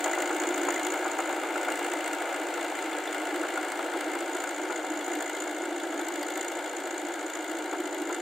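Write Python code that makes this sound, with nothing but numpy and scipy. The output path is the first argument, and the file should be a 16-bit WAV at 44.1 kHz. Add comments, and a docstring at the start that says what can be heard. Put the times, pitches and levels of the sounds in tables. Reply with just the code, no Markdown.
"""A small crawler tractor's four-cylinder diesel knocks 56 times a second over a hollow exhaust drone.
Each firing shakes the block, injectors and valve gear, each cylinder with its own weight and ring.
The tractor draws away through a flooded paddy field, its rotary tiller churning mud under a steel hood.
Track shoes clank on the ground and meshing gears whine, with short metallic clinks and faint air noise."""
import sys
import numpy as np
from scipy import signal
from scipy.fft import rfft, irfft, next_fast_len
from scipy.io import wavfile
from scipy.ndimage import uniform_filter1d

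SR = 44100
rng = np.random.default_rng(int(sys.argv[2]) if len(sys.argv) > 2 else 0)


def store_pcm(level_fs):
    """Save levels as 16-bit WAV."""
    pcm = np.round(np.clip(level_fs, -1, 1) * 32767).astype(np.int16)
    wavfile.write(sys.argv[1], SR, np.atleast_2d(pcm).T)


N = 362061
TIME_S = np.arange(N) / SR
FFT_SIZE = next_fast_len(N + 8192)
HZ = np.maximum(np.arange(FFT_SIZE // 2 + 1) * SR / FFT_SIZE, 1)
CENTRE = np.array([[1], [0]])   # mid and side weights, straight ahead

# Governed engine speed. Each row: time in seconds, firings per second.
FIRING_RATE = [(0.0, 55.61), (0.45, 56.29), (0.64, 54.98), (1.06, 56.79), (1.68, 55.74), (2.37, 56.42),
               (2.87, 56.11), (4.11, 55.3), (4.35, 56.22), (5.72, 55.59), (5.89, 56.14), (6.23, 54.94),
               (6.55, 56.33), (7.17, 56.36), (7.47, 55.32), (7.75, 56.02), (8.2, 54.66)]
# Each row: one cylinder's block, tap, knock, ring and tick levels in dB, burst half length in seconds.
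CYLINDERS = [(3, 0, 8.5, -4, -1, 0.0012), (-0.5, -4, -1.5, -5.5, -14, .0015), (2, -2, 7.5, 3, -9, 0.0011),
             (3.5, -2, 8, 3, -9, 0.0012)]
# Harder firings. Each row: time in seconds, extra knock in dB.
HARD_KNOCKS = [(0.47, 4), (0.49, 2), (0.74, 8), (0.92, 2), (1.19, 5.5), (2.13, 7), (2.83, 4), (3.36, 4),
               (3.72, 5.5), (4.01, 6.5), (4.4, 3.5), (4.76, 7), (5.41, 6), (6.09, 5.5), (6.41, 6),
               (6.48, 6.5), (6.77, 4), (7.36, 6), (8.15, 6)]
# Injector ring at even load. Each row: time in seconds, level in dB.
RING_LEVEL = [(0, -44.5), (1.1, -44), (1.6, -52.5), (2.8, -51.5), (4.0, -60), (4.42, -46.5), (5.35, -46.5),
              (5.7, -49), (8.2, -49)]
# Engine resonances. Each row: centre in Hz, width in Hz, gain in dB.
BLOCK_MODES = [(750, 560, -3.5), (1300, 89, 0), (1439, 85, 3.5), (1546, 73, -3), (1750, 117, 0),
               (2048, 170, 1.5), (2135, 140, -0.5), (2346, 96, -5), (2794, 90, -4), (3000, 200, -9)]
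TAP_MODES = [(1435, 130, 6.5), (2690, 70, 6.5), (2825, 84, 5.5), (3050, 240, -1), (3300, 120, 2.5),
             (3470, 180, 2), (3610, 280, -1), (3960, 150, -2.5), (4230, 320, -2), (4540, 300, -4),
             (4950, 270, -8.5)]
RING_MODES = [(7007, 360, 3.5), (7250, 430, -18.5), (6626, 450, -3.5)]
TICK_MODES = [(11700, 1600, -9.5), (12780, 550, -5), (13600, 1500, -12)]
SIZZLE_MODES = [(15350, 1100, 0)]
# Knock spectrum. Each row: frequency in Hz, gain in dB.
KNOCK_SPECTRUM = [(2500, -15), (4000, -10), (5400, -12.5), (6400, -7), (7600, 0.5), (8200, 1.5), (8900, -6),
                  (9500, -9), (10400, -17), (13000, -22), (16000, -32)]
# Each part: base level in dB, factor on distance loss, factor on load swing.
BLOCK, TAPS, KNOCKS = (-37.5, 1.2, .35), (-49, .56, .4), (-47, 1.2, .69)
TICKS, SIZZLE = (-61.5, -.4, 1.2), (-59.5, 3.1, .6)


def diesel(crank, rate, uneven_db=2.5, grain_db=1.5, lead_firings=.07):
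    """Each firing shakes the block and sets off tiny impacts in the injectors and valve gear."""
    block_cyl, tap_cyl, knock_cyl, ring_cyl, tick_cyl, half_s = np.transpose(CYLINDERS)
    even_ring_db = over_time(RING_LEVEL)
    ring_db = even_ring_db + .51 * over_time(LOAD)
    tick_db = level_db(TICKS) + .33 * (even_ring_db - even_ring_db[0])
    crank = crank + lead_firings   # impacts lead the peak of their ringing
    firing_db = uneven_db * rng.standard_normal(int(crank[-1]) + 2)
    for s, extra_db in HARD_KNOCKS:
        firing_db[round(np.interp(s, TIME_S, crank))] = extra_db
    grains = from_db(grain_db * drift(2500))
    firing = np.round(crank).astype(int)
    cylinder = firing % len(CYLINDERS)
    offset_s = (crank - firing) / rate

    def bursts(cylinder_db, decay_s, stretch=1, uneven_share=1):
        """Unit-rms envelope: a bell-shaped pulse and a tail per firing."""
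        strength = from_db(cylinder_db[cylinder] + uneven_share * firing_db[firing])
        pulse = np.exp(-.5 * (offset_s / (stretch * half_s[cylinder])) ** 2)
        return unit_rms(np.sqrt(die_away(strength ** 2 * pulse, decay_s)))

    block = bursts(block_cyl, decay_s=.0049, uneven_share=.5) * cycle_noise(crank, repeat=.16)
    tap = bursts(tap_cyl, decay_s=.0034, stretch=2, uneven_share=.5) * cycle_noise(crank, repeat=.2)
    knock = bursts(knock_cyl, decay_s=.00097) * grains * cycle_noise(crank, repeat=.14)
    ring = bursts(ring_cyl, decay_s=.0016) * cycle_noise(crank, repeat=.48)
    tick = bursts(tick_cyl, decay_s=.0014, stretch=.55) * pair_noise()
    sizzle = bursts(knock_cyl, decay_s=.006, uneven_share=.5) * pair_noise()
    return (from_db(level_db(BLOCK)) * colour(block, resonances(BLOCK_MODES))
            + from_db(level_db(TAPS)) * colour(tap, resonances(TAP_MODES))
            + from_db(level_db(KNOCKS)) * colour(knock, spectrum(KNOCK_SPECTRUM))
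            + from_db(ring_db) * colour(ring, resonances(RING_MODES))
            + from_db(tick_db) * colour(tick, resonances(TICK_MODES))
            + from_db(level_db(SIZZLE)) * colour(sizzle, resonances(SIZZLE_MODES)))


# Ringing steel. Each row: frequency in Hz, T60 in seconds, level in dB re the taps.
PING_MODES = [(2825, .07, 1), (3310, 0.031, 2.5), (3483, 0.037, 5.5), (3980, 0.037, -1.5)]


def valve_pings(crank, uneven_db=3.5):
    """Once a cycle the first cylinder's valve tap strikes each steel mode with a random strength."""
    at = np.flatnonzero(np.diff(crank // len(CYLINDERS)))
    tap_db = level_db(TAPS)[at]
    out = np.zeros(N)
    for hz, t60_s, db in PING_MODES:
        taps = np.zeros(N)
        taps[at] = from_db(tap_db + db + uneven_db * rng.standard_normal(len(at)))
        radius = np.exp(-np.log(1000) / (t60_s * SR))
        angle = 2 * np.pi * hz / SR
        poles = [1, -2 * radius * np.cos(angle), radius ** 2]
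        out += signal.lfilter([0, np.sin(angle)], poles, taps + 1e-18)
    return out


# Drone swell. Each row: time in seconds, level in dB.
DRONE_LEVEL = [(0.0, -36), (0.4, -35.5), (0.52, -32), (1.07, -37.3), (1.75, -36.6), (2.3, -41.5),
               (2.45, -37), (3.02, -39.2), (3.38, -35.7), (3.81, -40), (3.98, -35.7), (4.56, -39.7),
               (4.66, -34.2), (4.81, -39), (5.18, -34.5), (5.26, -39.2), (5.96, -35), (6.69, -41.5),
               (6.8, -38.5), (7.45, -38.5), (7.56, -36.7), (8.2, -36.2)]
# Exhaust and steelwork resonances. Each row: centre in Hz, width in Hz, gain in dB.
DRONE_MODES = [(239, 6.5, -23.5), (308.8, 30.8, 1.5), (343.2, 35, 0.5), (379.5, 38, -3.5)]


def exhaust_drone(crank, steadiness=.36):
    """The exhaust and hollow steelwork boom roughly in a few low resonances, swelling and sinking."""
    boom = colour(cycle_noise(crank, repeat=.14), resonances(DRONE_MODES))
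    swell = np.sqrt(uniform_filter1d(np.mean(boom ** 2, axis=0), size=8000))
    steadied = unit_rms(boom / swell ** steadiness)
    return low_cut(from_db(over_time(DRONE_LEVEL)) * steadied, hz=225)


# Tiller resonances. Each row: centre in Hz, width in Hz, gain in dB.
TILLER_MODES = [(483.4, 71, 0), (591, 135, -0.5), (665, 75, -3), (748, 97, 2.5), (880, 125, -3.5),
                (1107, 230, -8.5), (1326, 120, -4.5), (1449, 67, -2), (1610, 155, -5), (2170, 350, -9)]
# Wet spatter. Each row: frequency in Hz, gain in dB.
SPLASH_SPECTRUM = [(300, -1), (1000, -8), (2200, -5.5), (2550, -2.5), (3400, -7), (4500, -13), (5500, -17),
                   (7200, -8), (8300, -12.5), (10500, -21), (13000, -21.5), (15800, -28)]
CHURN = (-34, .94, .065)   # base level in dB, factor on distance loss, factor on load swing


def tiller(crank, churn_db, lumps_db=.78, spatter_db=1.5, splash_db=-8.5):
    """Tines churn mud under the steel hood and throw a fine wet spatter."""
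    mud = cycle_noise(crank, repeat=.16) * from_db(lumps_db * drift(70))
    spatter = pair_noise() * from_db(spatter_db * drift(600))
    churn = colour(mud, resonances(TILLER_MODES))
    splash = colour(spatter, spectrum(SPLASH_SPECTRUM))
    return from_db(churn_db) * (churn + from_db(splash_db) * splash)


# Hard shoe slaps. Each row: start in seconds, strength in dB.
CLANKS = [(0.058, -16), (0.174, -18), (0.304, -18.5), (0.435, -20.5), (0.683, -16.5), (1.052, -18),
          (1.073, -23), (1.188, -17.5), (1.297, -19.5), (1.434, -21.5), (1.556, -19), (1.681, -18.5),
          (2.082, -25), (3.147, -25), (3.436, -21), (3.575, -21), (3.791, -19), (3.939, -21), (4.152, -22),
          (4.699, -20.5), (5.205, -22), (7.35, -28), (7.728, -19.5), (8.098, -21)]
# Steel track resonances. Each row: centre in Hz, width in Hz, gain in dB.
TRACK_MODES = [(446, 540, -1.5), (750, 210, 3), (985, 320, -2.5), (1370, 210, 0.5), (1600, 160, -3),
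               (2300, 620, -16.5)]


def tracks(churn_db, shoe_hz=7.95, decay_s=.0074, rise_s=.00065, crack_db=-10.5, rattle_db=-7.5):
    """Shoes meet the ground with a crack and a short rattle, most softly, some hard."""
    beats_s = np.arange(.06, N / SR, 1 / shoe_hz)
    beats_s += rng.normal(0, .0118, len(beats_s))
    at = np.clip(beats_s * SR, 0, N - 1).astype(int)
    blows = np.zeros(N)
    blows[at] = from_db(churn_db[at] + 9 + rng.uniform(-4, 3, len(at)))
    for s, db in CLANKS:
        blows[int(s * SR)] = from_db(db)
    body = resonances(TRACK_MODES)
    crack = CENTRE * filtered(blows, body / body.mean())
    power = die_away(die_away(blows ** 2, decay_s), rise_s)
    rattle = np.sqrt(power * decay_s * SR) * colour(pair_noise(), body)
    return from_db(crack_db) * crack + from_db(rattle_db) * rattle


# Metallic clinks. Each row: start in seconds, peak in dB, pitch in Hz.
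CLINKS = [(.135, -26, 2020), (.762, -27, 2030), (.868, -35, 3310), (2.611, -36, 3430), (2.93, -36, 3460),
          (3.075, -31.5, 3500), (3.573, -29, 1425), (4.151, -38, 1430), (4.44, -31, 1493),
          (4.868, -42, 3600), (5.012, -38, 3370), (5.8, -35, 3480), (6.23, -35, 4750), (6.66, -38, 3380)]


def clinks(decay_cycles=22):
    """Short metallic clinks, mostly on engine knocks; each rings on one note, high ones dying soonest."""
    out = np.zeros(N)
    age_s = TIME_S[:SR // 8]
    for s, db, hz in CLINKS:
        start = int(s * SR)
        fade = np.exp(-age_s * hz / decay_cycles)
        out[start:start + len(age_s)] += from_db(db) * fade * np.sin(2 * np.pi * hz * age_s)
    return out


# Mesh tones. Each row: multiple of the firing rate, level in dB re the churn.
GEAR_TONES = [(16, -13.5), (17, -17.5), (42, -26), (43, -27), (48, -37)]


def gears(crank, churn_db, waver_db=2.5, wobble_cycles=.04):
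    """Gear teeth mesh in step with the crank; the whine wavers."""
    whine = np.zeros(N)
    for multiple, db in GEAR_TONES:
        gain = from_db(db + waver_db * drift(10))
        cycles = multiple * crank + wobble_cycles * drift(14)
        whine += gain * np.sin(2 * np.pi * cycles)
    return from_db(churn_db) * whine


# Open air. Each row: frequency in Hz, gain in dB.
AIR_SPECTRUM = [(20, 1), (60, -12.5), (140, -8.5), (200, 0), (300, -9), (2000, -15)]


def field_air():
    """Faint steady noise over the open field."""
    return from_db(-74) * colour(pair_noise(), spectrum(AIR_SPECTRUM))


# The engine labours and eases as the tines bite. Each row: time in seconds, load in dB.
LOAD = [(0.0, 2.8), (0.29, -2.5), (0.7, 3.1), (1.47, -5), (1.68, 4.5), (2.26, -2.3), (2.98, -1.5),
        (4.48, 2), (4.79, -6.5), (5.06, 3.9), (5.77, -3.1), (6.25, 6), (6.6, -0.5), (7.31, -2.5),
        (7.5, 2.1), (7.73, -1.4), (7.95, -1), (8.2, 2.6)]


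def level_db(part, start_m=10, speed_m_per_s=.84):
    """A part's level over time, set by the growing distance and the load."""
    base_db, distance_factor, load_factor = part
    loss_db = 20 * np.log10(1 + speed_m_per_s * TIME_S / start_m)
    return base_db - distance_factor * loss_db + load_factor * over_time(LOAD)


# Notches. Each row: centre in Hz, width in Hz, weight in dB.
NOTCHES = [(1193, 310, -6), (2530, 335, -0.5), (5130, 180, -10), (11800, 1500, -5)]
# Each row: time in seconds, notch depth from 0 to 1.
NOTCH_DEPTH = [(0, 0.3), (2, 0.04), (4, 0.26), (5.4, 0.56), (8.2, 0.56)]


def hollowed(x):
    """The tone fills out, then grows hollow in a few bands as the tractor draws away."""
    return x - over_time(NOTCH_DEPTH) * filtered(x, resonances(NOTCHES))


def from_db(db):
    """Decibels to gain."""
    return 10 ** (np.asarray(db) / 20)


def unit_rms(x):
    """Scale to unit rms."""
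    return x / np.sqrt(np.mean(x ** 2) + 1e-20)


def over_time(rows):
    """A curve's value at each sample."""
    return np.interp(TIME_S, *np.transpose(rows))


def spectrum(rows):
    """Gain from dB points joined on a log-frequency axis."""
    hz, db = np.transpose(rows)
    return from_db(np.interp(np.log(HZ), np.log(hz), db))


def resonances(modes):
    """Gain over frequency of a body with steep-sided resonances."""
    return np.sqrt(sum(from_db(db) ** 2 / (1 + (2 * (HZ - hz) / width) ** 4) for hz, width, db in modes))


def filtered(x, gain):
    """Apply a gain over frequency."""
    return irfft(rfft(x, FFT_SIZE) * gain, FFT_SIZE)[..., :N]


def colour(x, gain):
    """Filter, then scale to unit rms."""
    return unit_rms(filtered(x, gain))


def low_cut(x, hz):
    """Eighth-order high-pass."""
    return signal.sosfilt(signal.butter(8, hz, "high", fs=SR, output="sos"), x)


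def drift(rate_hz):
    """Random wander with unit rms."""
    knots = rng.standard_normal(int(N / SR * rate_hz) + 2)
    return unit_rms(np.interp(TIME_S * rate_hz, np.arange(len(knots)), knots))


def die_away(power, decay_s):
    """Give each burst of power an exponential tail."""
    pole = np.exp(-1 / (decay_s * SR))
    return signal.lfilter([1 - pole], [1, -pole], power + 1e-18)


def pair_noise():
    """Independent white noise for mid and side."""
    return rng.standard_normal((2, N))


def cycle_noise(crank, repeat):
    """Noise with a share that repeats each four-stroke cycle: faint lines 14 Hz apart."""
    cycles = crank / len(CYLINDERS)
    period = int(N / (cycles[-1] - cycles[0]))
    looped = rng.standard_normal((2, period))[:, (cycles * period).astype(int) % period]
    return np.sqrt(repeat) * looped + np.sqrt(1 - repeat) * pair_noise()


# Stereo width. Each row: frequency in Hz, side gain in dB re mid.
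SIDE_GAIN = [(60, -7), (130, -10), (250, -19), (600, -17), (1300, -12), (2400, -11), (4400, -8), (8000, -4),
             (15000, -2)]


def spread(mid_side):
    """Mid and side to left and right, least alike in the treble."""
    mid, side = mid_side
    side = filtered(side, spectrum(SIDE_GAIN))
    return np.array([mid + side, mid - side])


def scene():
    """Engine, tiller and gears follow one crank; tracks and air join them."""
    rate = over_time(FIRING_RATE)
    crank = np.cumsum(rate) / SR - .46   # in firings
    churn_db = level_db(CHURN)
    air = field_air()
    tones = CENTRE * (gears(crank, churn_db) + valve_pings(crank) + clinks())
    machine = hollowed(diesel(crank, rate) + tiller(crank, churn_db))
    tractor = low_cut(machine + tracks(churn_db) + tones, hz=310)   # a small machine carries little bass
    return spread(tractor + exhaust_drone(crank) + air)


# Microphone balance. 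Each row: frequency in Hz, left minus right in dB.
BALANCE = [(60, 0.0), (110, 0), (200, 0), (380, -0.5), (700, 1.0), (1290, 2.5), (2380, 2), (4400, 1.0),
           (8120, 1.5), (15000, 5)]


def record(dry, cutoff_hz=15850):
    """The left microphone is a little brighter; the top is cut steeply."""
    balance = spectrum(BALANCE) ** np.array([[.5], [-.5]])
    top_cut = np.clip((cutoff_hz - HZ) / 150, 0, 1)
    return filtered(dry, balance * top_cut)


dry = scene()
out = record(dry)
store_pcm(out)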